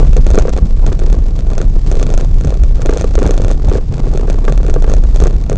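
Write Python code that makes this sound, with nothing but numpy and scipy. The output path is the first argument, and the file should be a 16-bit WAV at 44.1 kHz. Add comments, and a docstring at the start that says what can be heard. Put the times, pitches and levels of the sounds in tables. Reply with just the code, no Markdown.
"""Inside a car on cobblestones, microphone in the cabin: engine hum, tyre roar, boom and a body shake near 29 Hz.
At once loose plastic lands with hard ticks, about one per shake, and a hollow panel thuds, falling in pitch.
After 0.6 s the knocks thin out; the densest hard run comes from 2.8 to 3.5 s, then scattered bursts to the end.
Hum and shake are jostled sines, the road is shaped noise, small parts are random grains, rattles are struck modes.
The summed swings clip flat as the microphone overloads, and the top is cut."""
import sys
import numpy as np
from scipy import signal
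from scipy.fft import rfft, irfft, next_fast_len
from scipy.io import wavfile

SR = 44100
rng = np.random.default_rng(int(sys.argv[2]) if len(sys.argv) > 2 else 0)


def master(y):
    """Save y as 16-bit WAV."""
    cut = np.clip(np.atleast_2d(y).T, -1, 1)
    pcm = np.round(cut * 32767)  # scale
    wavfile.write(sys.argv[1], SR, pcm.astype(np.int16))


N = 245637
TIME = np.arange(N) / SR


def from_db(db):
    """Decibels to gain."""
    return 10 ** (np.asarray(db) / 20)


def rms_one(x):
    """Scale to unit rms."""
    return x / np.sqrt(np.mean(x ** 2) + 1e-20)


def curve(rows, s=TIME):
    """Straight lines through (t/s, level/dB) rows, read at the moments s."""
    return np.interp(s, *np.transpose(rows))


def coloured(x, spectrum):
    """Filter a signal to a spectrum with sloping skirts beyond its ends; rms 1."""
    hz, level_db = np.transpose(spectrum)
    size = next_fast_len(N, True)
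    bins = np.maximum(np.arange(size // 2 + 1) * SR / size, 1)
    gain = from_db(np.interp(np.log(bins), np.log(hz), level_db))
    low_skirt = np.minimum(bins / hz[0], 1) ** 2
    high_skirt = np.minimum(hz[-1] / bins, 1) ** 2
    return rms_one(irfft(rfft(x, size) * gain * low_skirt * high_skirt, size)[:N])


def noise(spectrum):
    """Noise of a given spectrum; rms 1."""
    return coloured(rng.standard_normal(N), spectrum)


def drift(rate_hz):
    """Slow random wander with rms 1."""
    return noise([(rate_hz / 10, 0), (rate_hz, 0)])


def clicks(times, heights):
    """One impulse per contact."""
    out = np.zeros(N)
    places = np.clip(np.round(times * SR).astype(int), 0, N - 1)
    np.add.at(out, places, heights)
    return out


def ring(blows, hz, t60):
    """Two-pole resonator: a unit click sets a decaying sine of height 1 ringing."""
    radius = from_db(-60 / (t60 * SR))
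    angle = 2 * np.pi * hz / SR
    return signal.lfilter([0, np.sin(angle)], [1, -2 * radius * np.cos(angle), radius ** 2], blows + 1e-18)


def decays(blows, decay_s):
    """Each click becomes an exponential decay, an envelope for noise."""
    return signal.lfilter([1], [1, -np.exp(-1 / (decay_s * SR))], blows + 1e-18)


def cabin(x, t60, wet_db):
    """Close glass and trim add a short spray of reflections after 2 ms."""
    t = TIME[:SR // 5]
    tail = rng.standard_normal(len(t)) * from_db(-60 * t / t60) * (t > .002)
    tail /= np.sqrt(np.sum(tail ** 2))
    return x + from_db(wet_db) * signal.fftconvolve(x, tail)[:N]


def vibration(levels, turns, jostle_turns, flutter_db):
    """A sine that follows its level curve; the stones jostle its timing and strength."""
    strength = from_db(curve(levels) + flutter_db * drift(12.0))
    phase = turns + jostle_turns * drift(7.66)
    return np.sqrt(2) * strength * np.sin(2 * np.pi * phase)


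# steady road wash, spectrum: f/Hz, level/dB (relative, per Hz)
WASH_SPECTRUM = [(600, 15), (1200, 2.5), (2400, -7), (4500, -3), (7500, -7.5), (9500, -15)]
WASH_DB = -53.5


def road_wash():
    """Steady shaped noise from the road beneath everything."""
    return from_db(WASH_DB) * noise(WASH_SPECTRUM)


# treble hiss of the tyres: t/s, level/dB (before HISS_DB)
HISS_LEVEL = [(0.02, -39), (0.53, -46.5), (1.57, -49), (1.89, -42), (2.06, -44), (2.69, -48.5), (3.08, -43),
              (3.36, -47), (3.47, -46), (3.62, -49), (3.76, -48), (4.72, -49.5), (5.18, -42.5), (5.57, -57)]
# treble of hiss, small parts and tick buzz: f/Hz, level/dB (relative, per Hz)
TREBLE_SPECTRUM = [(500, -2), (1300, 7.5), (2400, 8), (3000, 5.5), (3600, 6), (5000, 7), (6500, 5.5),
                   (7500, 2.5), (8500, -5.5), (10000, -27)]
HISS_DB = -4.5


def tyre_hiss(jolts, flutter_db=2.0):
    """Tyres hiss over the stones: treble noise that flutters with the jolts."""
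    level_db = curve(HISS_LEVEL) + HISS_DB + flutter_db * jolts
    return from_db(level_db) * noise(TREBLE_SPECTRUM)


# engine hum: t/s, level/dB (before ENGINE_DB)
ENGINE_LEVEL = [(0.0, -9), (0.96, -18), (1.16, -10.5), (1.32, -21), (2.06, -16.5), (2.24, -31), (2.4, -12),
                (2.85, -18.5), (3.19, -14), (3.47, -28.5), (3.51, -17), (4.49, -29.5), (4.55, -15),
                (5.57, -19.5)]
ENGINE_HZ, ENGINE_DB = 48.56, -0.5   # the car holds its speed


def engine():
    """The engine hums on one low sine, unsteady in timing and strength."""
    return from_db(ENGINE_DB) * vibration(ENGINE_LEVEL, ENGINE_HZ * TIME, jostle_turns=0.11, flutter_db=5.5)


# wheel hop, spectrum: f/Hz, level/dB (relative, per Hz)
HOP_SPECTRUM = [(8, -20.5), (12, -16), (16, -1), (20, -6.5), (25, -7), (40, -20.5), (60, -20.5)]
HOP_DB = -16.0


def wheel_hop():
    """The wheels hop: very low noise, strongest near 16 Hz."""
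    return from_db(HOP_DB) * noise(HOP_SPECTRUM)


# road roughness as tyre roar level, also driving small parts and light rattles: t/s, level/dB (before ROAR_DB)
ROUGHNESS = [(0.0, -16.5), (0.08, -34), (0.24, -39), (0.36, -23.5), (0.76, -39), (0.88, -24), (1.0, -42),
             (1.06, -27.5), (1.24, -36), (1.44, -34), (1.6, -29.5), (1.7, -39), (1.86, -34.5),
             (1.93, -30.5), (2.2, -29.5), (2.3, -38), (2.5, -31), (2.64, -38), (2.95, -25), (3.11, -36),
             (3.23, -25.5), (3.59, -33.5), (3.75, -21.5), (3.85, -45), (3.97, -29.5), (4.39, -32),
             (4.91, -31), (5.11, -37.5), (5.25, -25), (5.39, -36), (5.57, -35)]


def roughness(s):
    """Roughness of the road in dB at given moments."""
    return curve(ROUGHNESS, s)


# tyre roar, spectrum: f/Hz, level/dB (relative, per Hz)
ROAR_SPECTRUM = [(120, 6), (240, 4.5), (420, 4.5), (550, -4), (700, -4), (880, -9), (1150, -10.5),
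                 (1600, -26.5), (2500, -28.5), (5000, -45)]
ROAR_DB = -1.5


def tyre_roar(jolts, lump_db=5.5):
    """Tyres drum over the stones: noise that follows the roughness and swells at each jolt."""
    return from_db(roughness(TIME) + ROAR_DB + lump_db * jolts) * noise(ROAR_SPECTRUM)


def grains(per_s, size_db):
    """Small contacts at random moments, a few much stronger than the rest."""
    sizes = from_db(size_db * np.minimum(rng.exponential(1, N), 3)) * rng.choice([-1, 1], N)
    return sizes * (rng.random(N) < per_s / SR)


CHATTER_DB, GRAIN_DB = -49.5, 3   # level on average road, and a trim added to it
CHATTER_FOLLOWS = 0.75   # share of the roughness swing


def small_fittings(jolts, clump_db=6.0):
    """Jolts stir small fittings into clumps of grains, close by, with a short cabin spray."""
    roar_db = roughness(TIME)
    level_db = CHATTER_DB + GRAIN_DB + CHATTER_FOLLOWS * (roar_db - roar_db.mean())
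    contacts = grains(per_s=970, size_db=10.5) * from_db(clump_db * np.minimum(jolts, 1))
    chatter = coloured(contacts, TREBLE_SPECTRUM)
    return from_db(level_db) * cabin(chatter, t60=0.027, wet_db=-17.5)


def road():
    """Tyres and small fittings share the same random jolts over a steady wash."""
    jolts = drift(50)
    return road_wash() + tyre_hiss(jolts) + tyre_roar(jolts) + small_fittings(jolts)


# bumps where the cabin boom surges: t/s, level/dB (before SURGE_DB and BOOM_DB)
SURGES = [(0.038, -11.5), (0.23, -20), (0.35, -19), (0.66, -13.5), (0.89, -12), (1.07, -18), (1.62, -16.5),
          (2.06, -11.5), (2.3, -15), (2.461, -11), (2.87, -17), (3.03, -16), (3.26, -13.5), (3.44, -14),
          (3.66, -18.5), (3.919, -14.5), (4.109, -20), (4.39, -25), (4.5, -15.0), (4.69, -19.5), (4.8, -18),
          (4.92, -14.5), (5.36, -21), (5.51, -21.5)]
# cabin boom, spectrum: f/Hz, level/dB (relative, per Hz)
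BOOM_SPECTRUM = [(45, -13.5), (65, -0.5), (90, -0.5), (115, -4.5), (140, -2.5), (200, -13), (260, -15),
                 (400, -28.5)]
SURGE_S, SURGE_DB = 0.034, -3.5   # time constant of the bell-shaped power, and trim
STEADY_BOOM_DB, BOOM_DB = -22, 0   # boom between surges, and trim of both


def suspension():
    """The cabin booms all the time and surges as the suspension takes each bump."""
    power = from_db(STEADY_BOOM_DB) ** 2
    for s, level_db in SURGES:
        power = power + from_db(level_db + SURGE_DB) ** 2 * np.exp(-((TIME - s) / SURGE_S) ** 2)
    return from_db(BOOM_DB) * np.sqrt(power) * noise(BOOM_SPECTRUM)


SHAKE_HZ, SHAKE_DB = 29.31, -0.28   # nominal rate: the car holds its speed
LANDING_TURN = 0.54   # where in the swing the plastic lands, in turns: on the way down


def landings():
    """Times of the hard landings: the strongest contact of each swing."""
    s, level_db = np.transpose(TICKS)
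    same_swing = np.abs(s[:, None] - s) < .022
    strongest_db = np.where(same_swing, level_db, -np.inf).max(axis=1)
    return s[level_db >= strongest_db]


def shake_turns():
    """Swings of the body counted over time; a whole number of them passes between two hard landings."""
    s = np.r_[0, landings(), TIME[-1]]
    swings = np.maximum(np.round(np.diff(s) * SHAKE_HZ), 1)
    return np.interp(TIME, s, np.r_[0, np.cumsum(swings)])


# body shake: t/s, level/dB (before SHAKE_DB)
SHAKE_LEVEL = [(0.0, -5.5), (0.26, -4), (0.62, -23.5), (0.7, -6), (1.58, -12.5), (1.62, -8.5), (2.4, -8),
               (2.44, -14), (2.74, -5.5), (2.81, -21), (2.89, -5.5), (2.99, -24), (3.07, -6.5),
               (3.53, -9.5), (3.57, -16), (3.67, -7.5), (3.91, -18.5), (4.01, -10), (4.39, -10.5),
               (4.82, -5.5), (4.91, -6), (5.31, -8), (5.57, -18)]


def body_shake():
    """The body shakes: a deep sine in step with the landings of the plastic."""
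    turns = shake_turns() + LANDING_TURN
    return from_db(SHAKE_DB) * vibration(SHAKE_LEVEL, turns, jostle_turns=0.055, flutter_db=2.0)


LIGHT_KNOCKS_PER_S = 36.0   # approximate rate, before those near hard knocks are left out
LIGHT_KNOCK_DB, LIGHT_KNOCK_SPREAD_DB = 4, 1   # level over the roughness curve
KNOCK_GAP_S = .014   # no light knock sounds within this time before or after a hard knock, so each stands clear


def light_knocks(unevenness=0.38):
    """Between the hard knocks single stones jolt the panel, as strongly as the road is rough; rows as in KNOCKS."""
    chance = rng.standard_normal((320, 2))
    s = np.cumsum(np.exp(unevenness * chance[:, 0])) / LIGHT_KNOCKS_PER_S
    level_db = roughness(s) + LIGHT_KNOCK_DB + LIGHT_KNOCK_SPREAD_DB * np.minimum(chance[:, 1], 2)
    hard_s = np.array(KNOCKS)[:, 0]
    clear = np.abs(s[:, None] - hard_s).min(axis=1) > KNOCK_GAP_S
    return np.c_[s, level_db][clear & (s < TIME[-1])]


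THUD_S = 0.0099   # half a sine of swell
THUD_START_HZ, THUD_END_HZ, THUD_FALL_S = 775, 379.7, 0.0026   # before each knock's own pitch factor


def thud(level_db, pitch):
    """The panel flexes and high bending waves arrive first: a swell falls in pitch and dies in a few cycles."""
    t = TIME[:SR // 40]
    hz = pitch * (THUD_END_HZ + (THUD_START_HZ - THUD_END_HZ) * np.exp(-t / THUD_FALL_S))
    swell = np.sin(np.pi * np.minimum(t / THUD_S, 1))
    return -from_db(level_db) * swell * np.sin(2 * np.pi * np.cumsum(hz) / SR)


# hollow panel knocks at the jolts: t/s, level/dB (thud peak, before KNOCK_DB)
KNOCKS = [(0.1634, -12), (0.177, -13.5), (0.263, -12), (0.291, -22), (0.3379, -9.5), (0.3758, -4.5),
          (0.4102, -10), (0.4511, -11), (0.4802, -10), (0.582, -10.5), (0.8371, -17.5), (0.8892, -21),
          (0.9178, -12.5), (1.0162, -13.5), (1.037, -20), (1.073, -21.5), (1.142, -18.5), (1.5157, -16.5),
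          (1.5678, -22), (1.601, -13.5), (1.9398, -18.5), (1.9669, -18), (2.0128, -16), (2.0884, -16.5),
          (2.1946, -19), (2.2215, -21.5), (2.4444, -16), (2.522, -18.0), (2.551, -23.5), (2.7928, -21),
          (2.8513, -17), (2.8911, -3), (2.9253, -9.5), (2.9618, -13), (3.0162, -27), (3.0412, -7),
          (3.142, -21), (3.1772, -7), (3.2187, -8.5), (3.2545, -4), (3.291, -10.5), (3.3217, -18),
          (3.3537, -20), (3.3972, -14), (3.457, -18.5), (3.5008, -11.5), (3.694, -24), (3.7145, -7.5),
          (3.7522, -7.5), (3.7815, -13), (3.991, -18), (4.0376, -20.5), (4.0685, -16.5), (4.1567, -18.5),
          (4.1941, -15.5), (4.2793, -15.5), (4.3145, -18.5), (4.343, -21), (4.4789, -4), (4.4996, -18.5),
          (4.6004, -18), (4.6465, -16), (4.6846, -11), (4.7095, -17), (4.7605, -8.5), (4.8414, -8.5),
          (4.876, -14), (4.8981, -20), (4.9145, -15.5), (5.0489, -20.0), (5.2206, -9), (5.256, -10.5),
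          (5.5159, -10.5), (5.5305, -18)]
# what a knock rings on with: f/Hz, level/dB (relative to the knock), t60/s
PANEL_MODES = [(284, -14.5, 0.093), (413, -12, 0.068), (476.3, -12.5, 0.071), (624, -15.5, 0.055),
               (635, -26.5, 0.011), (1149, -16.5, 0.041), (1350, -23, 0.0066), (1580, -29.5, 0.067),
               (2460, -37, 0.0075)]
# brief clack of a knock, spectrum: f/Hz, level/dB (relative, per Hz)
CLACK_SPECTRUM = [(700, 1.5), (1100, 6), (1700, 0.5), (2600, -12), (4500, -18), (7500, -27)]
CLACK_DB, CLACK_S = -19, 0.0046   # level relative to the knock's row, decay time constant
KNOCK_DB = -0.36   # trim of thud and ring


def knocks(scatter_db=3.5, pitch_spread=0.059, ring_delay_s=0.001826):
    """Each jolt flexes a hollow panel, never quite at the same pitch; a brief clack and the panel's ring go with it."""
    s, level_db = np.vstack([KNOCKS, light_knocks()]).T
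    chance = rng.standard_normal((400, 1 + len(PANEL_MODES)))[:len(s)]
    pitches = np.exp(pitch_spread * chance[:, -1])
    panel = np.zeros(N)
    for start, one_db, pitch in zip((s * SR).astype(int), level_db, pitches):
        flex = thud(one_db, pitch)[:N - start]
        panel[start:start + len(flex)] += flex
    for k, (hz, mode_db, t60) in enumerate(PANEL_MODES):
        blows = from_db(level_db + mode_db + scatter_db * chance[:, k])
        panel += ring(clicks(s + ring_delay_s, blows), hz, t60)
    clack = decays(clicks(s, from_db(level_db + CLACK_DB)), CLACK_S) * noise(CLACK_SPECTRUM)
    return from_db(KNOCK_DB) * panel + clack


LIGHT_TICK_DB, LIGHT_TICK_SPREAD_DB = -9, 10.5   # level over the roughness curve


def light_ticks(stagger_s=0.0037):
    """On the other swings the plastic lands lightly, as strongly as the road is rough; rows as in TICKS."""
    turns = shake_turns()
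    chance = rng.standard_normal((2, 300))
    hard = np.round(np.interp(landings(), TIME, turns)).astype(int)
    light = np.setdiff1d(np.arange(1, int(turns[-1])), hard)
    s = np.interp(light, turns, TIME) + stagger_s * chance[0, light]
    spread_db = LIGHT_TICK_SPREAD_DB * np.minimum(chance[1, light], 1)
    return np.c_[s, roughness(s) + LIGHT_TICK_DB + spread_db]


# hard contacts of the loose plastic, landings and loud bounces: t/s, level/dB (before modes and TICK_DB)
TICKS = [(0.1324, -19), (0.1673, -10), (0.173, -23), (0.2667, -11), (0.3041, -12), (0.3126, -16),
         (0.3462, -5), (0.3558, -13), (0.3861, 8.5), (0.3975, -14), (0.4221, -24), (0.4936, -13),
         (0.5359, -18), (0.5653, -18), (0.5763, -14.5), (0.6229, -23), (0.8655, -11), (0.878, -29),
         (0.9293, -16.5), (0.9923, -18.5), (0.9986, -23), (1.0253, -30), (1.0703, -31), (1.1002, -22),
         (1.1284, -13.5), (1.3909, -21.5), (1.5028, -22), (1.5341, -20), (1.5804, -10), (1.5881, -37),
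         (1.6154, -9), (1.9152, -11), (1.9253, -22), (1.954, -17.5), (1.9972, -16), (2.0066, -28),
         (2.0284, -6), (2.0362, -28), (2.0669, -15), (2.1029, -15.5), (2.1397, -10), (2.1773, -8.5),
         (2.1872, -32), (2.21, -14.5), (2.2469, -20.5), (2.4106, -19), (2.4484, -14), (2.4727, -19),
         (2.4796, -25), (2.5052, -17), (2.5413, -21), (2.6359, -15), (2.8186, -12.5), (2.8598, -5),
         (2.8695, -25), (2.8956, -15.5), (2.9081, -20), (2.9355, -16), (2.9455, -28), (2.9733, -6),
         (2.9835, -19), (3.0114, -6), (3.0205, -17.5), (3.0436, -17), (3.1541, -5.5), (3.1899, -8),
         (3.1973, -21), (3.2297, -9), (3.2381, -22), (3.2648, -13), (3.2754, -13), (3.3087, -5),
         (3.3155, -28), (3.3412, -16), (3.3494, -29), (3.3783, -10), (3.4191, -15.5), (3.4472, -12.5),
         (3.4822, -13), (3.5139, -10), (3.6533, -30), (3.6865, -19), (3.6973, -19), (3.7616, -23),
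         (3.7752, -23), (3.9405, -23), (3.9808, -22.5), (4.1149, -30), (4.1375, -23), (4.1584, -24),
         (4.1751, -13.5), (4.3, -7.5), (4.3289, -23), (4.4517, -18), (4.4837, -16), (4.4972, -15),
         (4.5237, -11), (4.5771, -15.5), (4.6313, -21.5), (4.6654, -21), (4.6818, -26), (4.6983, -11),
         (4.7406, -10), (4.8235, -15), (4.8975, -6.5), (4.9177, -20), (4.9378, -7), (4.9671, -21.5),
         (5.0382, -17), (5.1606, -11.5), (5.2023, -9.5), (5.2149, -24), (5.2384, -7.5), (5.2701, -10),
         (5.309, -24), (5.4978, -9), (5.5288, -16), (5.5579, -22)]
# what a tick rings with: f/Hz, level/dB (relative to the contact), t60/s
TICK_MODES = [(393, 0.5, 0.018), (575, 7, 0.012), (1400, -6.5, 0.013), (1768, -14, 0.012),
              (2450, -4.5, 0.004), (3513, -6.5, 0.0046), (4177, -13.5, 0.0076), (5740, -10, 0.0042),
              (6304, -4.5, 0.0055), (7000, -25.5, 0.023)]
TICK_DB = -5


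def ticks(scatter_db=1.75, soft_dulling=0.42, bounce_s=.0095, bounce_spread=.08, bounce_db=-21,
          hard_db=-14, buzz_db=-19, buzz_s=0.0035):
    """Loose plastic lands, buzzes for an instant and settles with a faint bounce; weak contacts are duller."""
    s, level_db = np.vstack([TICKS, light_ticks()]).T
    chance = rng.standard_normal((400, 1 + 2 * len(TICK_MODES)))[:len(s)]
    # every contact is followed by its bounce
    s = np.r_[s, s + bounce_s * np.exp(bounce_spread * chance[:, 0])]
    level_db = np.r_[level_db, level_db + bounce_db]
    scatter = np.vstack(np.hsplit(chance[:, 1:], 2))
    # weak contacts gain in the buzz and the modes below 5 kHz, so they sound duller; hard ones lose there
    dull_db = soft_dulling * (hard_db - level_db)
    buzz = decays(clicks(s, from_db(level_db + dull_db + buzz_db)), buzz_s)
    out = buzz * noise(TREBLE_SPECTRUM)
    for k, (hz, mode_db, t60) in enumerate(TICK_MODES):
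        blows_db = level_db + mode_db + dull_db * (hz < 5000) + scatter_db * scatter[:, k]
        out = out + ring(clicks(s, -from_db(blows_db)), hz, t60)
    return from_db(TICK_DB) * out


def scene():
    """Engine, wheel hop, road, suspension, body shake and rattles at the cabin microphone."""
    background = engine() + wheel_hop() + road() + suspension()
    rattles = cabin(knocks() + ticks(), t60=0.19, wet_db=-27.0)
    return (background + body_shake() + rattles)[None]


OVERLOAD, CUTOFF_HZ = .91, 9100   # clipping level (full scale 1), where the top is cut


def record(dry):
    """The microphone overloads: the biggest swings are clipped flat; then the top is cut."""
    clipped = np.clip(dry, -OVERLOAD, OVERLOAD)
    return signal.sosfilt(signal.butter(14, CUTOFF_HZ, fs=SR, output="sos"), clipped)


dry = scene()
out = record(dry)
master(out)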